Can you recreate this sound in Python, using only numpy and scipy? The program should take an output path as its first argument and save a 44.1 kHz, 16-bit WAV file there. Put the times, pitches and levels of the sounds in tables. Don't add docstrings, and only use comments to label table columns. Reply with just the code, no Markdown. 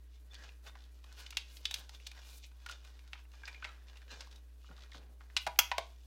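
import sys
import numpy as np
from scipy import signal
from scipy.fft import rfft, irfft
from scipy.io import wavfile
from scipy.ndimage import uniform_filter1d

SR = 44100
rng = np.random.default_rng(int(sys.argv[2]) if len(sys.argv) > 2 else 0)


def unload_audio(sound):
    columns = np.transpose(np.atleast_2d(sound))
    steps = np.round(np.clip(columns, -1, 1) * 32767)
    wavfile.write(sys.argv[1], SR, steps.astype(np.int16))


N = 267422
CLICK_LEN, LEAD = 4096, 64

# mode_hz, relative level_db, t60_s
SHELL_MODES = [(684, -19, 0.071), (740, -27, 0.037), (824, -14.5, 0.055), (884, -5, 0.031), (962, -4, 0.2),
               (1033, -0.5, 0.031), (1180, -21, .03), (1324, 4.5, 0.024), (1487, 11.5, 0.039),
               (1540, -5, 0.028), (1637, 17, 0.034), (1890, 15.5, .03), (2150, 2, .02), (2390, 7, 0.053),
               (2532, 7.5, .04), (2870, 6.5, .01), (2850, 5.5, 0.012), (3373, 7, 0.025), (3575, 5, 0.044),
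               (3865, -0.5, 0.027), (4420, -30, 0.0039), (5370, -21.5, 0.0038), (5150, -13, 0.024),
               (6600, -19.5, 0.019)]


def undb(db):
    return 10 ** (np.asarray(db) / 20)


def unit(x):
    return x / np.sqrt(np.mean(x ** 2))


def walk(rate_hz):
    hold = int(SR / rate_hz)
    steps = np.repeat(rng.standard_normal(N // hold + 1), hold)
    slewed = uniform_filter1d(uniform_filter1d(steps, hold), hold)
    return unit(slewed[:N])


def band(x, lo_hz, hi_hz):
    return signal.sosfilt(signal.butter(2, [lo_hz, hi_hz], "band", fs=SR, output="sos"), x)


def clicks():
    # start_s, struck part_hz, ring_db, contact_ms,
    # crack_db, crack centre_hz, fall below and above the centre in dB per octave
    snaps = [(0.3419, 3520, -69, 4.7, -55, 4200, 12, 7.5), (0.351, 3530, -54.5, 2.6, -50, 4500, 28, 25),
             (0.49, 2750, -63, 2.6, -54.5, 2560, 28, 12), (0.7531, 1120, -61, 2.8, -54, 1390, 11, 8.6),
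             (1.04, 1270, -66, 5.2, -60, 3200, 4.8, 7.1), (1.1256, 4520, -69, 1.6, -61, 4600, 14, 4.4),
             (1.205, 1640, -75, 1.6, -55.5, 2800, 18, 6), (1.2625, 2860, -72, 4.9, -46.5, 3120, 20, 12.6),
             (1.305, 2860, -56, 3, -50, 3600, 20, 3.4), (1.324, 1340, -56, 7.4, -49, 2460, 15, 12),
             (1.37, 2900, -38, 2, -29, 3250, 26, 8.4), (1.569, 3250, -60, 1.9, -52.5, 3950, 19, 11),
             (1.654, 3900, -43.5, 2.2, -30, 3500, 18, 12.2), (1.71, 3800, -42, 2.4, -43.5, 4030, 6.9, 4),
             (1.7411, 3820, -53, 2.5, -34, 3450, 16.5, 6), (1.7602, 3920, -52, 0.87, -55, 4500, 7.1, 12),
             (1.8922, 5220, -67, 3.5, -54, 4670, 4.3, 7.7), (1.9474, 3500, -55, 2, -57, 4760, 25, 14),
             (2.0002, 2800, -62, 2, -61, 2610, 22, 8.4), (2.0658, 3920, -53, 6.9, -43.5, 3820, 14, 6.7),
             (2.1142, 2580, -56.5, 3.6, -55, 3640, 7.7, 6.1), (2.514, 1490, -73, 5.4, -69, 2500, 6, 8.9),
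             (2.6617, 1480, -52, 3.3, -46, 1450, 23, 4.5), (2.6955, 1470, -43.5, 2, -49.5, 2800, 24, 6.2),
             (2.688, 2970, -52, 4, -49, 3300, 15, 9.8), (2.709, 5560, -68, 9.2, -49.5, 5650, 7.4, 9.2),
             (2.722, 3295, -63, 4.2, -50, 3160, 11, 13), (2.847, 1480, -65, 5, -62, 2200, 12, 2.2),
             (2.9917, 2280, -68, 1.5, -60, 2900, 14, 9.1), (3.0766, 4760, -78, 1.4, -66.5, 3800, 7.9, 5.1),
             (3.125, 2970, -72, 1.7, -68, 3000, 10, 10), (3.1317, 2340, -82, 1.7, -42, 2650, 9.3, 13.7),
             (3.1537, 2310, -64, 1.4, -55, 1320, 23, 22), (3.178, 3600, -70, 1.5, -63, 3000, 8, 11),
             (3.192, 1670, -65, 1.5, -62, 2500, 9.3, 10), (3.252, 2970, -72, 2, -70, 2000, 6, 12),
             (3.317, 2900, -72, 3, -68, 4000, 9.2, 6.1), (3.3367, 1200, -65, 4.8, -60.5, 1400, 37, 9.8),
             (3.4345, 1650, -48, 1.8, -50.5, 2350, 16, 39), (3.4543, 4720, -56, 1.5, -50, 5500, 9.4, 28),
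             (3.4752, 2670, -51, 10.3, -44.5, 1880, 14.6, 6.5), (3.5439, 2520, -54, 4.4, -50, 2470, 30, 13),
             (3.6235, 1460, -44.5, 4.8, -46, 2360, 36, 19), (3.6432, 2160, -61, 2.7, -40.5, 2520, 25, 12.7),
             (3.649, 2160, -45.5, 0.85, -42, 2500, 8.5, 12), (3.661, 2310, -61, 0.89, -65, 2400, 15, 13),
             (3.8834, 2830, -67, 1.7, -61.5, 3600, 18, 13), (3.957, 2830, -63, 1.6, -65, 3700, 15, 12),
             (3.9706, 2860, -70, 0.77, -58, 2810, 24, 6.3), (4.0175, 1830, -64.5, 1.3, -62, 2300, 10, 7.7),
             (4.079, 2810, -68, 2.2, -64, 3500, 11, 15), (4.206, 3480, -60, 4.9, -47, 5200, 7, 14.4),
             (4.219, 2970, -62, 1.8, -58, 4000, 6.7, 14), (4.272, 1170, -63, 1.5, -64, 4500, 7.1, 9.2),
             (4.31, 3900, -67, 7.1, -61.5, 4400, 13, 8.5), (4.326, 3830, -68, 2, -61, 4300, 14, 13),
             (4.3592, 3950, -64, 2.9, -61, 4100, 26, 6.1), (4.642, 1440, -66.5, 3.8, -59.5, 1390, 26, 15),
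             (4.6892, 1450, -84, 3.8, -56.5, 1390, 30, 30), (4.7124, 1400, -62, 1.5, -60, 1400, 14, 8.2),
             (4.781, 1450, -63, 2.1, -62, 1450, 29, 26), (4.836, 1450, -66, 2.9, -65, 1450, 34, 30),
             (4.921, 2080, -56, 1.8, -69, 2100, 20, 18), (4.945, 1460, -60, 4.2, -52, 1460, 17, 8),
             (5.029, 2970, -77, 1.5, -72, 3000, 10, 10), (5.2077, 1300, -79, 1.4, -54.5, 1330, 19, 12),
             (5.3, 2090, -76, 1.6, -60, 2000, 9.7, 15), (5.3658, 3090, -29.5, 1.4, -28, 4100, 10.5, 12.2),
             (5.371, 3850, -37, 0.51, -34, 4030, 9.3, 10), (5.4654, 760, -34.5, 4, -35, 1390, 4.2, 5.4),
             (5.472, 840, -48, 3.2, -35.5, 1190, 1.4, 5.4), (5.56, 880, -66, 2.2, -56, 2500, 22, 20),
             (5.5893, 1440, -32, 1.47, -16.5, 12200, 37, 4),
             (5.5894, 3136, -22.5, 1.35, -19, 6100, 6.6, 24),
             (5.7154, 1010, -34.5, 1.1, -31.5, 2400, 5, 11.4),
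             (5.7809, 730, -28, 2.8, -30.5, 1870, 1.9, 5.9)]
    out = np.zeros(N + CLICK_LEN)
    blows = snaps + teeth()
    roughness = rng.standard_normal((len(blows), CLICK_LEN))
    for (start_s, *blow), noise in zip(blows, roughness):
        i = int(start_s * SR) - LEAD
        out[i:i + CLICK_LEN] += click(*blow, noise)
    return signal.sosfilt(signal.butter(6, 600, "high", fs=SR, output="sos"), out[:N])


def click(part_hz, ring_db, contact_ms, crack_db, crack_hz, below_db, above_db, noise,
          rise_share=0.57, rattle=0.3, rattle_t60_s=.04,
          hollow_hz=1060, hollow_db=3, trunk_hz=750, detune=.015):
    # frequency_hz, level_db
    crack_colour = [(450, -20.5), (750, -4), (1400, -2.5), (2500, -2), (4000, -1), (6000, -1.5),
                    (8500, -4.5), (13000, -5.5)]
    t = np.arange(CLICK_LEN) / SR
    f = np.fft.rfftfreq(len(t), 1 / SR) + 1
    octaves = np.log2(f / crack_hz)
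    colour_db = crack_db + np.where(octaves < 0, below_db, -above_db) * octaves
    shared_hz, shared_db = np.array(crack_colour).T
    colour_db = colour_db + np.interp(np.log(f), np.log(shared_hz), shared_db)

    push_s = max(contact_ms, .3) / 1000
    onset = 1 - np.exp(-t / (rise_share * push_s))
    fall = np.exp(-(t / push_s) ** 2) + rattle * 1000. ** (-t / rattle_t60_s)
    force = noise * onset * fall

    hz, db, t60_s = np.array(SHELL_MODES).T[:, :, None]
    hz = hz * (1 + detune * noise[-len(hz):, None])
    near = undb(db) * np.exp(-(np.log(hz / part_hz) / .06) ** 2)
    modes = np.sin(2 * np.pi * hz * t) * 1000. ** (-t / t60_s)
    ring = signal.fftconvolve((near * modes).sum(axis=0), force)[:len(t)]
    trunk_modes = (undb(db) * modes)[hz[:, 0] < hollow_hz]
    hollow = signal.fftconvolve(trunk_modes.sum(axis=0), force)[:len(t)]
    trunk_db = np.interp(trunk_hz, f, colour_db) + hollow_db
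    ring = undb(ring_db) * ring / np.linalg.norm(ring)
    ring = ring + undb(trunk_db) * hollow / np.linalg.norm(hollow)

    colour = undb(colour_db) / np.sqrt(f * np.log(2) / SR)
    spectrum = rfft(np.roll(force, LEAD))
    envelope = np.sqrt(uniform_filter1d(np.abs(spectrum) ** 2, size=60))
    crack = irfft(colour * spectrum / envelope)
    fade = np.clip((1 - t / t[-1]) * 4, 0, 1) ** 2
    sound = crack + np.pad(ring, (LEAD, 0))[:len(t)]
    return sound * fade * np.sqrt(.007 * SR)


def teeth():
    # first tooth_s, last tooth_s, teeth per s, crack_db
    ratchets = [(0.788, 0.853, 63, -64.5), (4.765, 4.834, 77, -61), (4.917, 4.931, 100, -56.5),
                (4.942, 4.979, 108, -59.5)]
    # part_hz, ring below the crack in dB, contact_ms, crack centre_hz,
    # fall below and above the centre in dB per octave
    tooth = (3700, 14, 2.9, 3600, 25, 12.2)
    scatter_s, scatter_db = .0008, 2.5
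    part_hz, under_db, contact_ms, *colour = tooth
    rows = []
    for first_s, last_s, rate, db in ratchets:
        times = np.linspace(first_s, last_s, round((last_s - first_s) * rate) + 1)
        for s, (late, loud) in zip(times, rng.standard_normal((len(times), 2))):
            crack_db = db + scatter_db * loud
            rows.append((s + scatter_s * late, part_hz, crack_db - under_db, contact_ms, crack_db, *colour))
    return rows


def rubbing(slips_per_s=250, slip_size=2.3, low_hz=2000):
    # firmest contact_s, rise_s, fall_s, middle modes level_db, low modes level_db
    strokes = [(0.146, 0.081, 0.088, -71.5, -97), (0.343, 0.059, 0.059, -64, -62.5),
               (0.445, 0.096, 0.094, -58.5, -56), (0.68, 0.043, 0.026, -57.5, -52.5),
               (0.78, 0.12, 0.16, -74, -66), (0.95, 0.039, .07, -72.5, -86), (1.119, .1, 0.058, -67, -63),
               (1.196, 0.059, .13, -54, -55.5), (1.367, 0.22, 0.17, -69, -71),
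               (1.566, 0.8, .15, -65.5, -73.5), (1.66, .07, .3, -61, -81), (1.798, 0.33, 0.11, -60, -60.5),
               (1.946, 0.061, 0.038, -58, -61.5), (2.065, 0.1, 0.083, -58.5, -68),
               (2.175, 0.059, 0.07, -63, -57), (2.291, 0.18, 0.18, -57, -62.5),
               (2.442, 0.032, 0.038, -53.5, -75), (2.708, 0.16, 0.17, -61.5, -60.5),
               (2.877, 0.12, 0.14, -65, -64), (3.05, 0.25, 0.33, -73, -71), (3.19, 0.12, 0.059, -70, -67.5),
               (3.345, 0.034, 0.44, -69, -67.5), (3.484, 0.13, 0.32, -63.5, -61),
               (3.645, 0.033, 0.22, -67, -57), (3.877, 0.025, 0.34, -69, -66),
               (3.971, 0.095, 0.094, -81, -65.5), (4.118, 0.034, 0.16, -54.5, -53),
               (4.214, 0.066, 0.092, -59, -59), (4.33, .04, 0.11, -68, -64.5),
               (4.677, 0.15, 0.11, -67.5, -83), (4.823, 0.21, 0.17, -70, -64.5),
               (4.954, 0.054, 0.058, -66, -60), (5.02, 0.059, 0.12, -82, -67.5),
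               (5.216, 0.024, 0.075, -75, -69), (5.36, .13, 0.13, -72.5, -68.5),
               (5.837, 0.48, 0.11, -63.5, -74.5), (6.06, 0.3, .1, -72, -80.5)]
    # peak_s, rise_s, fall_s, hiss level_db
    slides = [(0.681, 0.062, 0.055, -67.5), (1.197, 0.044, 0.067, -61.5), (1.566, 0.1, 0.039, -63.5),
              (1.798, 0.24, 0.04, -64.5), (1.946, 0.06, .15, -71), (2.31, .15, 0.14, -63),
              (2.383, .05, .02, -60), (2.465, 0.033, .03, -69), (3.129, .03, 0.047, -72),
              (5.414, 0.064, 0.25, -67)]
    # peak_s, rise_s, fall_s, level_db
    thuds = [(0.41, .2, 0.31, -72), (0.75, 0.091, 0.13, -74), (1.8, 0.73, 0.25, -72.5),
             (2.0, 0.082, .1, -71), (2.29, 0.5, 0.03, -82), (3.63, 0.27, 0.2, -71.5),
             (4.129, 0.056, .1, -66.5), (4.214, 0.05, .07, -76), (4.33, 0.013, 0.087, -67.5),
             (4.707, .02, 0.072, -57.5), (4.823, 0.1, 0.067, -69), (4.953, 0.02, 0.34, -63),
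             (5.47, .01, 0.033, -51.5), (5.59, 0.011, 0.06, -59), (5.785, 0.011, 0.042, -55)]
    steady_db = (-85, -78.5, -80, -80.5)

    grains = (rng.random(N) < slips_per_s / SR) * slip_size * rng.random(N)
    grip = 1 + signal.lfilter([1], [1, -.975], grains)
    friction = rng.standard_normal(N) * grip * undb(0.99 * walk(40))
    low, middle = 0, 0
    for hz, db, t60_s in SHELL_MODES:
        r = 1000. ** (-1 / (t60_s * SR))
        ring = unit(signal.lfilter([1, 0, -1], [1, -2 * r * np.cos(2 * np.pi * hz / SR), r * r], friction))
        ring = ring * undb(db + 4 * walk(25))
        low = low + ring * (hz < low_hz)
        middle = middle + ring * (hz >= low_hz)
    middle = unit(middle) + .9 * unit(band(band(friction, 1900, 7000), 1500, 7500))
    low = unit(low) + 1.6 * unit(band(friction, 450, 2800))

    smooth = rng.standard_normal(N) * undb(2.0 * walk(60))
    skin = unit(band(smooth, 4700, 14680))
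    handling = unit(band(smooth, 66, 620))

    middle_strokes = [(s, rise, fall, db) for s, rise, fall, db, _ in strokes]
    low_strokes = [(s, rise, fall, db) for s, rise, fall, _, db in strokes]
    parts = unit(middle) * swells(middle_strokes, steady_db[0])
    parts = parts + unit(low) * swells(low_strokes, steady_db[1])
    return parts + skin * swells(slides, steady_db[2]) + handling * swells(thuds, steady_db[3])


def swells(rows, steady_db, swell_db=20):
    t, power = np.arange(N) / SR, undb(steady_db) ** 2
    for s, rise_s, fall_s, db in rows:
        away = np.where(t < s, (s - t) / max(rise_s, .01), (t - s) / max(fall_s, .01))
        power = power + undb(db - swell_db * away) ** 2
    return np.sqrt(power)


def narrow_tones(width_hz=60, evenness=0.66):
    # start_s, length_s, pitch_hz, level_db
    tone_rows = [(0.308, 0.022, 3480, -60.5), (0.363, 0.094, 1650, -63.5), (0.682, 0.017, 3570, -58),
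                 (3.044, 0.063, 1430, -76), (3.473, 0.026, 2425, -49), (3.535, 0.044, 2410, -60.5),
                 (3.679, 0.037, 1320, -58), (4.089, 0.081, 1630, -59), (4.052, 0.22, 476, -70),
                 (3.672, 0.033, 3900, -62), (4.098, 0.035, 4080, -60.5), (4.1, .04, 2800, -62)]
    t, out = np.arange(N) / SR, 0
    for start_s, length_s, hz, level_db in tone_rows:
        tone = band(rng.standard_normal(N), hz - width_hz, hz + width_hz)
        tone = unit(tone / np.abs(signal.hilbert(tone)) ** evenness)
        arch = np.sqrt(np.sin(np.pi * np.clip((t - start_s) / length_s, 0, 1)).clip(0))
        out = out + undb(level_db) * tone * arch
    return out


def room(x, t60_s=0.24, tail_db=-12.5, dull_hz=6000):
    t = np.arange(int(.4 * SR)) / SR
    build_up = 1 - np.exp(-(t / 0.0027) ** 2)
    bright = rng.standard_normal(len(t)) * build_up * 1000. ** (-t / t60_s)
    dull = signal.lfilter(*signal.butter(1, dull_hz, fs=SR), bright)
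    deep = signal.lfilter(*signal.butter(1, 1200, fs=SR), bright) * (np.exp(t / 0.28) - 1)
    tail = deep + dull + (bright - dull) * 1000. ** (-t / 0.093)
    return x + undb(tail_db) * signal.fftconvolve(x, tail / np.sqrt(np.sum(tail ** 2)))[:N]


def floor(hiss_db=-78):
    # pitch_hz, rms level_db
    hum_lines = [(60.0, -53.5), (180, -90.5), (301, -82), (420, -84.5)]
    # frequency_hz, relative density in dB per Hz
    hiss_colour = [(40, -5.5), (100, -0.5), (300, -6), (500, -12), (1500, -16.5), (4000, -15.5),
                   (8000, -34.5), (15000, -23), (17000, -24.5)]
    t, hum = np.arange(N) / SR, 0
    for hz, db in hum_lines:
        hum = hum + np.sqrt(2) * undb(db) * np.sin(2 * np.pi * (hz * t + rng.random()))
    hz, db = np.transpose(hiss_colour)
    shape = undb(np.interp(np.log(np.fft.rfftfreq(N, 1 / SR) + 1), np.log(hz), db))
    hiss = unit(irfft(rfft(rng.standard_normal(N)) * shape, N))
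    return hum + undb(hiss_db) * hiss


def scene():
    figure = clicks() + rubbing() + narrow_tones()
    return (room(figure) + floor())[None]


def record(dry, top_hz=16000):
    return signal.sosfilt(signal.ellip(8, .2, 70, top_hz, fs=SR, output="sos"), dry)


dry = scene()
out = record(dry)
unload_audio(out)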